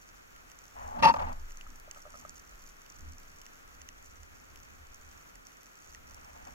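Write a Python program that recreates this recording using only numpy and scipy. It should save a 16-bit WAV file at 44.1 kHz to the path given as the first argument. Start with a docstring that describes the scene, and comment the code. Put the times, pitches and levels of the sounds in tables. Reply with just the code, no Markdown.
"""Under water over a reef, heard from inside a camera housing. From the start, shrimp snap near and far
over a faint hiss and the rumble of water round the shell. Just before 1 s gear drags along the housing,
then scrapes hard once, making the shell sing, and the jolted housing rocks on its mount. Soft, hollow
taps follow from 1.7 to 2.5 s. Snaps and water carry on, joined by a last faint drag at 6.1 s.
The two microphones hear each resonance of the shell at their own level and phase."""
import sys
import numpy as np
from scipy.fft import rfft, irfft, next_fast_len
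from scipy.io import wavfile
from scipy.ndimage import map_coordinates

SR = 44100
rng = np.random.default_rng(int(sys.argv[2]) if len(sys.argv) > 2 else 0)


def master_out(mix):
    """Clip the mix to full scale and print it as 16-bit PCM to the path in sys.argv[1]."""
    frames = np.transpose(np.atleast_2d(mix))
    ceiling = np.clip(frames, -1, 1)
    pcm = np.round(ceiling * 32767).astype(np.int16)
    wavfile.write(sys.argv[1], SR, pcm)


N = 288414

# the shell's ring under a scrape: f/Hz, width/Hz, left/dB, right/dB, left lead/rad
SHELL_MODES = [(160, 33, -25, -13, 3), (255, 41.8, -30.5, -31.5, -15.5), (356.4, 74, -29.5, -25, 1.5),
               (510, 55.5, -26, -28.5, 6.5), (566, 55.8, -8.5, -9, 4), (703, 64.5, -17.5, -16.5, 1.5),
               (859, 39.82, -8, -7.5, -1.35), (927.3, 28.87, -12.5, -17, 3.5), (1184, 73.5, -9, -9.5, 4.5),
               (1290, 30, -10.5, -9, -2.5), (1490, 76, -21.5, -15.5, 3.5), (1865, 140, -21, -19.5, 1.66),
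               (2308.6, 55, -28.5, -25.5, 3), (2490, 40, -15, -23.5, -4), (2697, 91, -12.5, -15.5, -2),
               (3380, 370, -29, -31.5, 3), (4067, 293, -32.5, -35.5, 1), (4582, 76, -19.5, -19.5, 1.4937),
               (5281.5, 340, -31.5, -23, 1.7), (6050, 1100, -38.5, -32, 1.77), (9967, 680, -40, -41.5, -5),
               (11700, 1400, -45.5, -42.5, 2.5)]
# the hard scrape: t/s, force/dB, brightness/dB, ring level/dB, ring f/Hz
SCRAPE = [(1.021, -25.5, -7, -50, 900), (1.025, 3.5, -3, -33, 900), (1.035, 3, 2.5, -17, 962),
          (1.047, 5, 3.5, -12.5, 897.5), (1.054, 7, 0.5, -12, 900), (1.064, 3.5, -2, -4.5, 880),
          (1.075, 2, -3.5, -15, 940), (1.082, 1, -0.5, -16.5, 954), (1.091, 4.5, -3, -24, 901.7),
          (1.101, -0.5, -6, -10.5, 929), (1.111, -4.5, -4.5, -22, 920), (1.128, -30.5, -10.5, -38.5, 930)]
# short slips either side of it: t/s, length/s, force/dB, brightness/dB
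SLIPS = [(0.987, 0.024, -10, -9), (1.139, .0071, 0, -10.5), (1.162, 0.0098, -5.5, -13.5),
         (1.193, 0.013, -6, -18), (1.214, 0.015, -11.5, -9), (1.266, 0.03, -15, -15)]


def scrape():
    """Gritty friction drives the shell; pressed hard it locks on to the main resonance, which sings."""
    slip_ring_db, slip_hz = -27.5, 910  # a slip's ring: level relative to its force, and pitch
    t = np.arange(N) / SR
    force_db, bright_db, ring_db, pitch_hz = curves(SCRAPE)
    scraping = (t > SCRAPE[0][0]) & (t < SCRAPE[-1][0])
    bands = [between(SHELL_MODES, *hz) for hz in [(0, 1600), (1600, 3700), (3700, 16000)]]
    tilt = lambda db: np.array([0 * db, db + 1, db + 0.3])  # brightness moves the upper two bands
    force = amp(force_db + tilt(bright_db)) * scraping
    ring = amp(ring_db) * scraping
    for start, length, db, slip_bright_db in SLIPS:
        progress = np.clip((t - start) / length, 0, 1)
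        press = np.abs(np.sin(np.pi * progress ** 0.77)) * (t < start + length)
        force += amp(db + tilt(slip_bright_db))[:, None] * press ** 0.17
        ring += amp(db + slip_ring_db) * press ** 0.6
    grit = force * amp(1.9 * wobble(450)) * rng.standard_normal((3, N))
    phase = 2 * np.pi * np.cumsum(np.where(scraping, pitch_hz, slip_hz) + 12 * wobble(200)) / SR
    ring *= amp(wobble(300))
    right = amp(-5 + 2.43 * wobble(120)) * np.sin(phase + 0.92 + 0.38 * wobble(90))
    song = ring * np.array([np.sin(phase), right])
    low_ring = amp([[-19], [-29]]) * ring * amp(2.83 * wobble(90))  # a lower resonance joins in
    song += low_ring * np.sin(2 * np.pi * np.cumsum(572 + 15 * wobble(100)) / SR)
    return sum(rings(drive, modes) for drive, modes in zip(grit, bands)) + song


# the broad body of the dragging gear: f/Hz, width/Hz, left/dB, right/dB, left lead/rad
GEAR_MODES = [(611, 153.7, -8, -2.5, 3.5), (810, 200, 6, 3.5, 3), (1190, 710, -4.5, -10.5, 3),
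              (1711.8, 343, -12, -5, -1.5), (2244, 330, -2.5, -7, -3), (2912, 760, -11, -18.5, -5.5)]
# light strokes along the shell: t/s, length/s, start force/dB, end force/dB, brightness/dB
STROKES = [(0.751, .12, -28, -29, -7), (0.866, .3, -26, -30, -16), (1.17, 0.12, -25.5, -20.5, -10),
           (1.4, 0.86, -56, -47.5, -1), (6.1, 0.407, -45.5, -38.5, -1.5)]


def drag():
    """Gear slides lightly along the shell: patchy grit in broad resonances."""
    attack_s, release_t60_s = 0.013, 0.27
    t, force = np.arange(N) / SR, np.zeros((2, N))
    for start, length, start_db, end_db, bright_db in STROKES:
        db = np.interp(t, [start, start + length], [start_db, end_db])
        db -= 60 * np.maximum(t - start - length, 0) / release_t60_s
        attack = np.clip((t - start) / attack_s, 0, 1)
        force = np.maximum(force, amp(db + np.c_[[0, bright_db]]) * attack)
    grit = force * amp(3.32 * wobble(40) + 1.3 * wobble(400)) * rng.standard_normal((2, N))
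    low, high = between(GEAR_MODES, 0, 1500), between(GEAR_MODES, 1500, 9000)
    rub = rings(grit[0], low) + rings(grit[1], high)
    return lowpass(rub, hz=3500, poles=2)  # light sliding is dull


# soft taps on the shell: t/s, force/dB, upper band offset/dB
TAPS = [(1.666, -15, 3), (1.877, -9.5, -6), (1.887, -18, -7), (1.961, -14, 4), (1.972, -14, -1),
        (1.985, -20, 4), (2.053, -16, 3), (2.063, -14, -6.5), (2.075, -16, 3), (2.141, -13, 0),
        (2.153, -13, 3), (2.25, -11.5, 4), (2.52, -22.5, -9)]
# a tap's lower and upper ring: f/Hz, width/Hz, left/dB, right/dB, left lead/rad
TAP_LOWER_MODES = [(255, 60, -15, -4, .2), (600, 60.4, 6, 7, 0.36), (745, 67, 0, -19, 2.5)]
TAP_UPPER_MODES = [(1210, 190, -7, 6.5, 3.5), (1289, 65, 9.5, 4, -2), (1480, 103, -6.5, -5, 4)]


def taps():
    """Each tap is a soft, gritty push. The grip passes only two bands of it, so the ring is hollow."""
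    times, db, upper_db = np.transpose(TAPS)
    lower = filtered(blows(times, db, t60_s=0.0044), lambda f: resonance(f, 570, 335))
    upper = filtered(blows(times, db + upper_db, t60_s=0.005), lambda f: resonance(f, 1250, 430))
    return rings(lower, TAP_LOWER_MODES) + rings(upper, TAP_UPPER_MODES)


# the foreground snaps: t/s, force/dB, low ring offset/dB
NEAR_SNAPS = [(.363, -44, 27), (.4996, -17.5, -4), (0.5164, -18, 2), (.589, -18, -0.5), (.654, -19, -1),
              (1.3292, -17, -4), (1.508, -23, 8.5), (1.5722, -16, -7.5), (1.611, -22, 14.5),
              (1.7035, -23.5, -5), (1.7991, -16.5, -12.5), (1.912, -8, -5), (1.947, -20, 6),
              (2.1046, -19, -13), (2.2946, -11.5, -23), (2.306, -28, -11), (2.863, -22, 4.5),
              (2.9004, -15.5, -12), (2.922, -23, -10), (3.1213, -19, -20), (3.1342, -21.5, -10),
              (3.1834, -20.5, -6.5), (3.416, -16.5, 4), (3.456, -24, 8), (3.465, -18, 4.5),
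              (3.6772, -23, 3), (3.808, -33.5, 16.5), (3.817, -15.5, 5), (3.8885, -12.5, 6.5),
              (3.984, -36, 18.5), (4.026, -19.5, -20), (4.2325, -19.5, 0), (4.5592, -18.5, 3),
              (4.9454, -15, -14), (5.3555, -19.5, -2), (5.469, -17, -1.5), (5.519, -28.5, 17),
              (5.57, -22.5, -5.5), (5.6322, -20, -2), (5.6667, -21, 4), (5.7552, -18.5, -13),
              (5.948, -16, 7), (6.1096, -18.5, -9), (6.1453, -13.5, -17), (6.2469, -18.5, -12),
              (6.4518, -19.5, 6.5)]
# a snap's low ring and bright crack: f/Hz, width/Hz, left/dB, right/dB, left lead/rad
SNAP_LOW_MODES = [(1894, 110, -4, -4, 0.66), (2870, 330, -5.5, -4, -1.7)]
SNAP_HIGH_MODES = [(4550, 277.3, -7.5, -5.5, 0.77), (5686, 420, -1, 3.5, 1.86), (6759, 610, -1, 3.5, 1.83),
                   (7950, 1400, -12, -14.5, 1.18), (11360, 3600, -15, -17, -1.2),
                   (14500, 2100, -36, -28, 0.26)]


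def shrimp():
    """Snaps arrive through the water and ring the housing: near ones singly, far ones as a crackle."""
    far_count, far_base_db, far_ceiling_db = 1700, -37, -25
    near_s, near_db, low_db = np.transpose(NEAR_SNAPS)
    far_s, rank, thinness = rng.random((3, far_count)) * [[N / SR], [1], [1]]
    clumps_db = (3 * wobble(14) + 2.5 * wobble(45))[(far_s * SR).astype(int)]
    far_db = far_base_db - 2.65 * np.log(rank) + clumps_db  # many faint for each strong
    far_db = np.minimum(far_db, far_ceiling_db)
    times, body_db = np.r_[near_s, far_s], np.r_[near_db, far_db]
    # each snap has its own share of bottom and top
    bottom_db = np.r_[near_db + low_db, far_db - 3 - 14 * thinness]
    top_db = body_db + 2.9 * rng.standard_normal(len(times))
    body = rings(blows(times, body_db, t60_s=0.00614), between(SNAP_HIGH_MODES, 0, 9000))
    top = rings(blows(times, top_db, t60_s=0.00302), between(SNAP_HIGH_MODES, 9000, 16000))
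    bottom = rings(blows(times, bottom_db, t60_s=0.0063), SNAP_LOW_MODES)
    return body + top + bottom


# sub-bass swings of the housing: t/s, f/Hz, level/dB, t60/s
SWINGS = [(1.18, 17, -32.5, 2.07), (1.22, 33, -39, 1.3), (2.52, 19, -49.5, 1.7), (2.97, 18, -45, 2.4)]


def rocking():
    """The jolted housing rocks on its mount: slow damped swings, alike in both microphones."""
    out = np.zeros(N)
    for start, hz, db, t60 in SWINGS:
        age = np.maximum(np.arange(N) / SR - start, 0)
        envelope = amp(db - 60 * age / t60) * (1 - np.exp(-age / 0.056))
        out += envelope * np.sin(2 * np.pi * (hz * age + 0.14 * wobble(8)))
    return out


# low swells of rumble and hum in the shell (the scrape's jolt at 1.06 s, otherwise surging water):
# peak t/s, half width/s, rumble/dB, low hum/dB, upper hum/dB
LOW_SWELLS = [(.87, 0.065, -50, -52, -64.5), (1.062, 0.0475, -44, -40.5, -39),
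              (1.249, 0.072, -49.5, -46, -53.5), (1.42, 0.045, -53, -55.5, -76),
              (1.7, 0.041, -55.5, -62, -68), (2.27, 0.15, -63, -65.5, -69.5), (2.6, .07, -59, -72.5, -89.5),
              (3.07, 0.067, -58, -52, -63.5), (3.3, 0.1, -69, -66, -79.5), (3.8, .14, -65.5, -63.5, -75),
              (4.2, 0.14, -63.5, -61.5, -77), (4.6, 0.19, -66.5, -63, -74.5), (5.08, .1, -63, -63, -75.5),
              (5.4, 0.064, -63.5, -74.5, -79.5), (6.1, 0.14, -66, -59.5, -72),
              (6.501, 0.17, -65.5, -60, -67)]


def shell_rumble():
    """Flow round the housing gives a deep rumble and two hums; surges and the jolt swell them."""
    calm_db, drift_db = [-65, -72.5, -82.5], [4, 3.5, 1.5]  # rumble, low hum, upper hum
    t = np.arange(N) / SR
    drift = np.array([wobble(7.8), wobble(3.94), wobble(3.6)])
    power = amp(np.c_[calm_db] + np.c_[drift_db] * drift) ** 2
    for peak_s, half_width, *db in LOW_SWELLS:
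        power += amp(np.c_[db]) ** 2 * np.exp(-((t - peak_s) / half_width) ** 2)
    rumble_gain, low_gain, upper_gain = np.sqrt(power)
    rumble = noise([(6, -17), (9, -1), (27, -4.5), (45, -2), (65, -18)], channels=2)
    low = noise([(40, -15), (62, -4), (75, 2.5), (92, -7), (130, -22)], channels=2)
    upper = noise([(120, -19), (160, -3.5), (205, -14), (250, -0.5), (285, -9.5), (340, -20.5)],
                  channels=2)
    side = [[1], [-1]]  # the second noise of each pair adds stereo width
    out = rumble_gain * (rumble[0] + 0.25 * rumble[1] * side)
    out += low_gain * (low[0] * amp([[-1.5], [1.5]]) + 0.65 * low[1] * side)
    return out + upper_gain * (upper[0] * amp([[-3], [3]]) + 0.68 * upper[1] * side)


# tone of the hiss, mid and side: f/Hz, relative level/dB
HISS_MID = [(53, -38.5), (90, -9), (139, -3.5), (544, -10), (915, -9.5), (1320, -4), (4000, -20.5),
            (4650, -20), (5070, -23.5), (5650, -15), (6720, -13), (9110, -27.5), (11600, -20.5),
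            (15000, -23), (16000, -25)]
HISS_SIDE = [(35, -36.5), (60, -12.5), (437, -6), (1090, -8), (1380, 0), (1620, -8.5), (2470, -8),
             (2770, -15), (4320, -21), (5860, -19.5), (6580, -21), (8710, -33), (11500, -28.5),
             (14900, -33), (16000, -40)]


def hiss():
    """A faint, wide bed of noise, breathing a little."""
    mid = amp(-62 + 0.53 * wobble(3.275) + 0.61 * wobble(25)) * noise(HISS_MID)
    side = amp(-57 + 0.361 * wobble(3) + 0.8 * wobble(25)) * noise(HISS_SIDE)
    return mid + side * [[1], [-1]]


def amp(db):
    """Decibels to gain."""
    return 10 ** (np.asarray(db) / 20)


def curves(rows):
    """One value per sample for each column after the time."""
    times, *columns = np.transpose(rows)
    return [np.interp(np.arange(N) / SR, times, column) for column in columns]


def wobble(rate):
    """A smooth random curve, rate knots a second."""
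    return map_coordinates(rng.standard_normal(int(N * rate / SR) + 4), [np.arange(N) * rate / SR])


def filtered(x, response):
    """x shaped by a complex frequency response."""
    size = next_fast_len(N + SR // 2)
    return irfft(rfft(x, size) * response(np.fft.rfftfreq(size, 1 / SR)), size)[..., :N]


def lowpass(x, hz, poles):
    """A gentle treble roll-off."""
    return filtered(x, lambda f: 1 / (1 + 1j * f / hz) ** poles)


def resonance(f, hz, width_hz):
    """The band-pass response of one damped resonance."""
    return 1j * f * width_hz / (hz * hz - f * f + 1j * f * width_hz)


def between(modes, low_hz, high_hz):
    """The resonances inside a band."""
    return [mode for mode in modes if low_hz <= mode[0] < high_hz]


def rings(force, modes):
    """What both microphones hear when a force drives resonances of alternating polarity."""
    def response(f):
        out = np.zeros((2, len(f)), complex)
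        for k, (hz, width_hz, left_db, right_db, lead) in enumerate(modes):
            mics = amp([[left_db], [right_db]]) * np.exp([[0.5j * lead], [-0.5j * lead]])
            out += (-1) ** k * mics * resonance(f, hz, width_hz)
        return out
    return filtered(force, response)


def noise(points, channels=1):
    """Noise of rms 1, coloured by (f/Hz, level/dB) points on a log axis."""
    hz, db = np.transpose(points)
    colour = lambda f: amp(np.interp(np.log(f + 1), np.log(hz), db, -120, -120))
    x = filtered(rng.standard_normal((channels, N)), colour)
    return x / np.sqrt(np.mean(x ** 2) + 1e-20)


def blows(times, levels_db, t60_s):
    """Short bursts of force: one kick, then a dying tail of random weaker ones."""
    offsets = np.arange(256)
    kicks = 0.29 * rng.standard_normal((len(times), 256)) * amp(-60 * offsets / SR / t60_s)
    kicks[:, 0] = 1
    kicks *= (amp(levels_db) / np.linalg.norm(kicks, axis=1))[:, None]
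    at = (np.asarray(times) * SR).astype(int)[:, None] + offsets
    return np.bincount(at.ravel(), kicks.ravel(), N + 256)[:N]


def scene():
    """Handling sounds on the housing, mixed over the reef."""
    rubbing = lowpass(drag() + scrape(), hz=11000, poles=3)  # rubbing has little extreme treble
    return rubbing + rocking() + taps() + shrimp() + shell_rumble() + hiss()


def record(dry):
    """The camera keeps nothing above its band limit."""
    return filtered(dry, lambda hz: hz < 15830)


dry = scene()
out = record(dry)
master_out(out)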